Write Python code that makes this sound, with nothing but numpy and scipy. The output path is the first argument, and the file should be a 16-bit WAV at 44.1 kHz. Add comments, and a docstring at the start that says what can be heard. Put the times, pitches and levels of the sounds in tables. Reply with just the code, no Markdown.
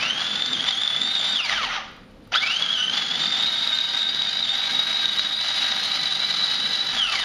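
"""A small kitchen food processor chops wet vegetables in two pulses, with a short pause between them.
A fast motor drives the blade through a gear: the 12 pinion teeth whine as sine tones tied to one speed curve.
Coloured noise makes the casing rattle, the wet splash, a treble fizz, the drone of the base and worktop rumble.
Pulp slaps the bowl once a blade turn, chunks jolt the drive, and drops tick down in the pause.
A tiled kitchen answers with an echo; a gain control ducks the sound after loud moments."""
import sys
import numpy as np
from scipy import signal
from scipy.fft import rfft, irfft, next_fast_len
from scipy.io import wavfile
from scipy.ndimage import uniform_filter1d, map_coordinates

SR = 44100
rng = np.random.default_rng(int(sys.argv[2]) if len(sys.argv) > 2 else 0)


def store_pcm(level_fs):
    """Save levels as 16-bit WAV."""
    pcm = np.round(np.clip(level_fs, -1, 1) * 32767).astype(np.int16)
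    wavfile.write(sys.argv[1], SR, np.atleast_2d(pcm).T)


N = 319284

TEETH = 12  # teeth on the motor's pinion
TEETH_PER_BLADE_TURN = 75.8
# when the whine takes its driven levels: from_s, to_s
DRIVEN_SPANS = [(-0.1, 1.5), (2.32, 6.92)]
# how hard the pulp churns, before random swings: time_s, rattle_db, splash_db
CHURN = [(0.06, -28, -33.5), (0.138, -33, -38), (0.21, -30.5, -33), (0.646, -33, -38.5), (0.69, -25.5, -31),
         (0.754, -40, -40), (0.83, -35, -40.5), (1.35, -33.5, -34.5), (1.412, -32.5, -37), (1.43, -60, -65),
         (1.45, -43.5, -31), (1.484, -26.5, -33.5), (1.648, -31, -32.5), (1.772, -26.5, -51),
         (1.86, -51, -51), (2.068, -80, -71), (2.312, -68.5, -66), (2.322, -30, -43), (2.362, -26, -24),
         (2.398, -60, -38), (2.426, -31, -29.5), (2.59, -37.5, -35.5), (2.61, -30.5, -35), (2.68, -38, -39),
         (2.74, -34, -33), (2.9, -39, -39.5), (2.97, -27.5, -28), (3.05, -36, -37.5), (3.24, -30.5, -30.5),
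         (3.6, -35, -35.5), (3.99, -35, -33.5), (4.05, -40, -40), (4.11, -35, -34), (5.02, -32.5, -34),
         (5.11, -35, -34), (5.25, -31.5, -30), (5.38, -40, -41), (5.41, -32, -31), (6.12, -32.5, -30.5),
         (6.75, -33, -32), (6.96, -31, -28.5), (7.03, -38, -39), (7.09, -33, -33), (7.14, -28, -27),
         (7.24, -32.5, -33)]


def amp(db):
    """Turn decibels into a gain."""
    return 10 ** (np.asarray(db) / 20)


def unit(x):
    """Scale a signal to an average strength (rms) of 1."""
    return x / np.sqrt(np.mean(x ** 2) + 1e-20)


def along(points, hz):
    """Read a curve of (Hz, value) points on a log frequency axis."""
    point_hz, value = np.transpose(points)
    return np.interp(np.log(hz + 1), np.log(point_hz + 1), value)


def curves(rows):
    """Give one value per sample for each column after the time."""
    s, *columns = np.transpose(rows)
    return [np.interp(np.arange(N) / SR, s, column) for column in columns]


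def wobble(rate):
    """A smooth random curve through `rate` random points a second."""
    steps = np.arange(0, N + 16, 16)  # worked out every 16 samples, straight lines between
    points = rng.standard_normal(int(N * rate / SR) + 4)
    return np.interp(np.arange(N), steps, map_coordinates(points, [steps * rate / SR]))


def filtered(x, response):
    """Filter x by a response that depends on frequency."""
    size = next_fast_len(N + SR // 2)
    return irfft(rfft(x, size) * response(np.fft.rfftfreq(size, 1 / SR)), size)[..., :N]


def rush(spectrum, gate=1):
    """Noise shaped in time by a gate, then coloured by a spectrum, with rms 1."""
    return unit(filtered(gate * rng.standard_normal(N), lambda hz: amp(along(spectrum, hz))))


def ringing(drive, modes):
    """Noise heard only through narrow resonances, then scaled by a drive envelope."""
    def response(hz):
        total = 0
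        for centre, width, db in modes:
            resonance = 1j * hz * width / (centre * centre - hz * hz + 1j * hz * width)
            total = total + amp(db) * resonance / np.sqrt(width)
        return total
    return drive * unit(filtered(rng.standard_normal(N), response))


def quiet_kitchen():
    """Steady coloured noise of the kitchen itself."""
    # colour of the background: pitch_hz, relative_level_db
    floor_colour = [(65, -53), (110, -3), (172, -9.5), (195, 1), (312, -5.5), (338, -30), (382, -3),
                    (450, -22), (530, -1), (587, -12), (4090, -26.5), (7700, -42), (14500, -49)]
    return amp(-51.5) * rush(floor_colour)


def kitchen_echo(x):
    """Noise-like echo in which each frequency dies away at its own speed."""
    # how long the echo takes to fall 60 dB: pitch_hz, decay_s
    echo_decay = [(200, 0.76), (2000, 0.73), (8000, 0.43)]
    hz, t, grid = signal.stft(rng.standard_normal(SR // 2), SR, nperseg=256)
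    fade = amp(-60 * t / along(echo_decay, hz)[:, None])
    tail = signal.istft(grid * fade, SR, nperseg=256)[1]
    delayed = np.pad(x, (200, 0))  # samples
    return signal.fftconvolve(delayed, tail / np.linalg.norm(tail))[:N]


def worktop_rumble(driving):
    """Deep noise from the worktop that is louder outside the driven spans and swells slowly."""
    # colour of the rumble: pitch_hz, relative_level_db
    rumble_colour = [(18, -31), (30, 5.5), (54, -7), (110, -5.5), (140, -26), (240, -120)]
    rumble_db = -62.5 + 8.5 * (1 - driving) + 1.5 * wobble(4)
    return amp(rumble_db) * rush(rumble_colour)


def base_drone(blade):
    """Broad low noise, booming resonances of the base and a hum at four shakes a blade turn."""
    # colour of the broad drone: pitch_hz, relative_level_db
    drone_colour = [(65, -62), (110, -14.5), (205, -6.5), (259, -1), (286, -36.5), (329, -5.5), (383, -23),
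                    (424, -9), (500, -7.5), (650, -32), (1100, -120)]
    # overall drone, before the slow swell and a 3 dB cut: time_s, level_db
    drone_level = [(0.0, -44), (0.9, -46.5), (1.35, -47), (1.6, -52.5), (2.3, -53), (2.4, -50.5),
                   (3.4, -44.5), (3.6, -48), (4.5, -50), (4.8, -46), (5.3, -50), (6.1, -47), (6.95, -45.5),
                   (7.1, -58)]
    # booms of the base on the worktop: pitch_hz, width_hz, relative_level_db
    base_modes = [(159.5, 16, -1.5), (204, 15, 1), (254.5, 15, -5)]
    drone_db = curves(drone_level)[0] + 2.5 * wobble(9)
    hum = 0.53 * amp(4.5 * wobble(4.18)) * np.sin(4 * blade + 0.4 * wobble(3.3))
    boom = ringing(amp(0.5), base_modes)
    return amp(drone_db - 3) * (rush(drone_colour) + hum + boom)


def drips():
    """Pulp drops in the pause: short fading sine tones mixed with noise, like small wet ticks."""
    # the drops: start_s, level_db (of the tone at its start), pitch_hz
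    drops = [(1.9146, -54, 1970), (1.9651, -48, 2454), (2.1119, -57, 1577), (2.2741, -44, 1227)]
    out, t = np.zeros(N), np.arange(SR // 20) / SR
    for s, db, hz in drops:
        tick = np.sin(2 * np.pi * hz * t) + 0.45 * rng.standard_normal(len(t))
        out[round(s * SR):][:len(t)] += amp(db - 60 * t / 0.013) * tick  # falls 60 dB in 13 ms
    return out


def driven():
    """1 while the whine takes its driven levels, 0 while it takes its coasting ones, smoothed over 10 ms."""
    t = np.arange(N) / SR
    inside = sum((t > from_s) * (t < to_s) * 1.0 for from_s, to_s in DRIVEN_SPANS)
    return uniform_filter1d(inside, SR // 100)


def jolts(driving):
    """Chunks and small bits jolt the drive: quick rise and fall, as a sharp part and a weaker thud."""
    # blade meets a big chunk: start_s (peak 2 ms later), strength_db
    chunks = [(0.1063, -13), (0.131, -20), (0.243, -12), (0.4211, -4.5), (0.5322, -11), (0.606, -7),
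              (0.686, -4), (0.7085, -5), (0.8157, -9), (0.8335, -6), (0.8765, -2.5), (0.9021, -12),
              (0.962, -9), (1.0158, -7.5), (1.2118, -10), (1.358, -6.5), (1.4949, -8.5), (1.534, -23),
              (2.3282, -20), (2.622, -7), (2.7285, -9), (3.1565, -10), (3.241, -23), (3.4338, -6.5),
              (3.5907, -16), (3.674, -9), (3.693, -10), (3.7859, -7), (3.9468, -9), (4.029, -9),
              (4.1461, -11), (4.2198, -7), (5.056, -2), (5.0793, -8), (5.1936, -5.5), (5.3657, -16),
              (5.715, -16), (6.1234, -5.5), (6.201, -7), (7.1546, -7.5)]
    rise_s, fall_s = 0.0012, 0.001
    t = np.arange(N) / SR
    bits = []
    for place, size in rng.random((30, 2)):
        s = place * N / SR
        if driving[int(s * SR)] > 0.5:  # small bits are struck only in the driven spans
            bits.append((s, -15 + 2 * size))
    sharp = np.zeros(N)
    for s, db in chunks + bits:
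        near = slice(max(round((s - 0.01) * SR), 0), round((s + 0.04) * SR))
        from_peak = t[near] - s - 0.002
        sharp[near] += amp(db) * np.exp(np.minimum(from_peak / rise_s, -from_peak / fall_s))
    thud = sharp * amp(-26 + 2 * (1 - driving))  # stronger outside the driven spans
    return sharp, thud


def treble_fizz(beat, sharp):
    """High noise that swings with the blade, jumps on chunks and flickers."""
    # colour of the fizz: pitch_hz, relative_level_db
    fizz_colour = [(4940, -54), (8400, -59), (8670, 5), (9100, 14.5), (9950, -1), (10300, -16),
                   (10900, 6.5), (11200, 5), (11700, -18), (12200, -12), (13400, -35), (14400, -34),
                   (15000, -25)]
    # overall fizz, before random swings: time_s, level_db
    fizz_level = [(0.0, -56.5), (1.69, -58), (1.84, -82), (2.31, -81), (2.34, -58.5), (3.0, -61),
                  (5.0, -57.5), (5.5, -54), (7.24, -54)]
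    fizz_db, = curves(fizz_level)
    loudness = amp(fizz_db + 1.17 * beat + 0.95 * wobble(70)) + 0.0047 * sharp
    return loudness * rush(fizz_colour, amp(1.496 * wobble(90)))


def wet_splash(beat, sharp):
    """Pulp noise that swings with the blade, plus the ring of bowl and casing under it."""
    # colour of the splash: pitch_hz, relative_level_db
    splash_colour = [(1500, -18.5), (2600, -22.5), (3000, 0.5), (3300, -1), (3800, 4), (4300, -0.5),
                     (4800, 1.5), (5500, -10.5), (7000, -14.5), (7600, -29.5), (7900, -94)]
    # ring of bowl and casing: pitch_hz, width_hz, relative_level_db
    bowl_modes = [(782, 39.2, -8.5), (1598, 75, -6.5), (1920, 26, -23), (2985, 13, 0.5), (4750, 25, -5)]
    splash_db = curves(CHURN)[1]
    loudness = amp(splash_db + beat + 0.29 * wobble(50)) + 0.14 * sharp
    splash = loudness * rush(splash_colour, amp(3.26 * wobble(600)))
    return splash + ringing(amp(splash_db - 9 + beat), bowl_modes)


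def casing_rattle(load, slap, sharp, thud):
    """Rough noise of the casing, shaken by the churning pulp and jolted by chunks."""
    # colour of the rattle: pitch_hz, relative_level_db
    rattle_colour = [(180, -61), (300, -14), (428, -33), (626, -7), (689, -8), (790, -5.5), (1110, -9.5),
                     (1220, -2), (1890, -4.5), (2050, -2.5), (2520, -6.5), (3090, -0.5), (5110, -18),
                     (5940, -11), (7800, -54), (10100, -71), (17200, -120)]
    rattle_db = curves(CHURN)[0] + 0.6 * wobble(11) + load + 1.04 * slap + 0.62 * wobble(30)
    loudness = amp(rattle_db) + 0.14 * thud + 0.038 * sharp
    return loudness * rush(rattle_colour, amp(2.2 * wobble(400)))


def shaft_tones(shaft, whine_db, load, slap):
    """Tones at whole multiples of the motor shaft's turning rate, beside the tooth whine."""
    # the tones: turns_multiple (no unit), level_db (relative to the whine)
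    orders = [(3, -26.5), (4, -47), (5, -16.5), (7, -19), (8, -25), (9, -40), (11, -10.5), (13, -11.5),
              (15, -13)]
    out = np.zeros(N)
    for k, db in orders:
        level_db = whine_db + db + load + 3.5 * wobble(30) + 0.92 * slap
        out += amp(level_db) * np.sin(k * shaft + 0.85 * wobble(70))
    return out


def casing(hz):
    """Lift or cut in dB that the casing gives a tone near its resonances."""
    # the resonances: pitch_hz, width_hz, lift_db
    casing_modes = [(801.4, 110, 9), (1360, 370, 6), (2080, 130, 9), (3100, 350, 4), (3270, 780, 3),
                    (4730, 370, -4)]
    return sum(db / (1 + (2 * (hz - centre) / width) ** 2) for centre, width, db in casing_modes)


def strain(mesh_hz, driving):
    """Change in dB as the whine swells while a jam brakes the driven gear, then sags about 28 ms later."""
    braking = -np.gradient(mesh_hz) * SR / 9000  # 1 means losing 9000 Hz a second
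    jam = driving * np.clip(braking, 0, 1) ** 2
    after = np.roll(uniform_filter1d(jam, SR // 50), round(0.028 * SR))
    return 6 * uniform_filter1d(jam, SR // 200) - 5 * after


def gear_tones(mesh_hz, driving):
    """Levels of whine, overtones and half-rate tone follow the speed and fade as the blade stops."""
    # levels before later offsets: tooth_rate_hz, whine_driven_db, whine_coasting_db, second_driven_db,
    # second_coasting_db, third_driven_db, third_coasting_db, half_rate_db
    tone_levels = [(450, -45, -65, -46, -44.5, -54, -43, -59), (730, -50, -47, -31, -40, -59, -48, -69),
                   (780, -40, -36, -36, -55, -38, -36, -57), (1057.5, -33, -33, -37, -36, -32, -34, -62),
                   (1380, -30, -30, -35, -40, -35, -46, -59), (1639.4, -25, -31, -22.5, -39, -34, -53, -62),
                   (1830, -35, -33.5, -32, -28, -56, -57, -49), (2058, -40, -38, -38, -51, -50, -55, -53),
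                   (2280, -29.5, -42, -41, -50, -60, -62, -39), (2520, -30, -39, -40, -56, -71, -70, -45),
                   (2840, -26.5, -25.5, -45, -51, -70, -72, -36),
                   (3070, -25.5, -30, -41.5, -31, -58, -67, -35),
                   (3030, -30.5, -21.5, -46, -49, -67, -66, -31),
                   (3450, -31, -27, -53.5, -51, -75, -70, -47.5), (3620, -26, -38, -51, -54, -66, -70, -46),
                   (3844, -26, -22, -68, -68, -69, -68, -40)]
    stands_s, halt_s = 1.78, 0.15  # the blade comes to rest, and how long that takes
    t = np.arange(N) / SR
    hz, *columns = np.transpose(tone_levels)
    db = [np.interp(mesh_hz, hz, column) for column in columns]
    still_db = -40 * np.clip((t - stands_s) / halt_s, 0, 1) * (t < DRIVEN_SPANS[1][0])
    mixed = [driving * db[k] + (1 - driving) * db[k + 1] for k in (0, 2, 4)]
    return [level + still_db for level in mixed + db[-1:]]


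def gear_whine(mesh, mesh_hz, driving, levels, load, slap, sharp):
    """Meeting teeth sing at the tooth rate, its overtones and half of it; uneven bites roughen them."""
    whine_db, second_db, third_db, half_db = levels
    # a slow gear chatters in its backlash (dB)
    slack = 4.0 * (0.44 + 0.77 * driving) * np.clip((3000 - mesh_hz) / 800, 0, 1) * wobble(35)
    # the teeth bite unevenly: once a blade turn, at random and hard on a chunk
    uneven = 1.45 * wobble(60) + 1.33 * wobble(130) + 3.2 * wobble(250) + 0.8 * slap
    bite_db = whine_db + strain(mesh_hz, driving) + load + uneven + slack + casing(mesh_hz)
    bite = amp(bite_db) + 0.63 * sharp
    whine = bite * np.sin(mesh + 0.69 * mesh_hz / 3800 * wobble(110))
    half_db = half_db + 6 * (1 - driving)  # stands out outside the driven spans
    partials = [(2, second_db + 4), (3, third_db + 5), (4, third_db - 25.5), (1 / 2, half_db - 6.5)]
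    for k, db in partials:
        level_db = db + casing(k * mesh_hz) + load + 4.1 * wobble(70)
        jitter = 2.16 * np.clip(k * mesh_hz / 6000, 0.3, 1) * wobble(200)  # radians
        whine += amp(level_db) * np.sin(k * mesh + jitter)
    return whine


def processor():
    """The whole machine, its tones tied to one speed; returns its sharper sounds and its low drone."""
    # motor speed in each pulse, sagging under load, before fine jitter: time_s, tooth_rate_hz
    speed = [
        [(0.0, 2364), (0.06, 2808), (0.144, 3222), (0.32, 3496), (0.53, 3610), (0.56, 3170), (0.71, 3605),
         (0.74, 3188), (0.81, 3530), (0.961, 3455), (1.15, 3780), (1.22, 3497), (1.32, 3725), (1.37, 3334),
         (1.39, 3003), (1.42, 2603), (1.46, 2283), (1.68, 785.5), (1.78, 402), (1.86, 280)],
        [(2.312, 660), (2.335, 744), (2.35, 1280), (2.37, 1613), (2.43, 2244), (2.55, 3075), (2.62, 3393),
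         (2.67, 3142), (2.73, 3368), (2.78, 2950), (2.9, 3102), (2.981, 3470), (3.09, 3298), (3.2, 3600),
         (3.271, 3695), (3.341, 3604), (3.5, 3817), (3.547, 3698), (3.698, 3782), (3.738, 3673), (3.878, 3816),
         (4.04, 3720), (4.15, 3892), (4.29, 3718), (4.354, 3867), (4.425, 3867), (4.445, 3565), (4.5, 3614),
         (4.6, 3844), (4.75, 3791), (4.972, 3840), (5.146, 3793), (5.22, 3866), (5.34, 3762), (5.436, 3948),
         (5.526, 3820), (5.875, 3880), (5.95, 3964), (6.165, 3880), (6.33, 3947), (6.571, 3846), (6.673, 3968),
         (6.777, 3894), (6.896, 3930), (7.03, 3050), (7.16, 2212), (7.239, 1696)],
    ]
    mesh_hz, = curves(np.vstack(speed))
    driving = driven()
    jitter = 0.003042 * wobble(25) + 0.005 * wobble(70) + 0.00727 * wobble(300)
    mesh = 2 * np.pi * np.cumsum(mesh_hz * (1 + jitter)) / SR  # turning angles in radians
    shaft, blade = mesh / TEETH, mesh / TEETH_PER_BLADE_TURN
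    sharp, thud = jolts(driving)
    slap = np.cos(blade)  # pulp load swings once a blade turn
    # lumps felt by many parts at once (dB)
    load = 1.4 * wobble(8) + 0.51 * wobble(25) + 0.96 * wobble(70) + 1.0 * wobble(140)
    beat = load + 1.3 * slap + 0.57 * np.cos(shaft)
    levels = gear_tones(mesh_hz, driving)
    machine = gear_whine(mesh, mesh_hz, driving, levels, load, slap, sharp)
    machine += shaft_tones(shaft, levels[0], load, slap)
    machine += casing_rattle(load, slap, sharp, thud)
    machine += wet_splash(beat, sharp) + treble_fizz(beat, sharp)
    return machine, base_drone(blade) + worktop_rumble(driving)


def scene():
    """Machine and drips with their echo, the low drone and the quiet kitchen."""
    machine, drone = processor()
    near = machine + drips()
    return (near + amp(-7.5) * kitchen_echo(near) + drone + quiet_kitchen())[None]


def record(dry):
    """Gain control ducks after loud moments; the sound is thin near 8 kHz, with nothing above 15150 Hz."""
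    keep = np.exp(-1 / (0.018 * SR))  # loudness is averaged over about 18 ms
    recent_db = 10 * np.log10(signal.lfilter([1 - keep], [1, -keep], dry ** 2) + 1e-12)
    lagged_db = np.pad(recent_db, ((0, 0), (SR // 300, 0)), mode="edge")[:, :N]
    ducked = dry * amp(-0.4 * np.maximum(lagged_db + 25.5, 0))
    rounded = ducked / (1 + np.abs(ducked / 0.6) ** 4) ** (1 / 4)  # peaks round off softly

    def treble_shape(hz):
        thin_band = 1 - 0.9 * np.exp(-((hz - 8100) / 330) ** 4)
        return thin_band * np.clip((15150 - hz) / 60, 0, 1)
    return filtered(rounded, treble_shape)


dry = scene()
out = record(dry)
store_pcm(out)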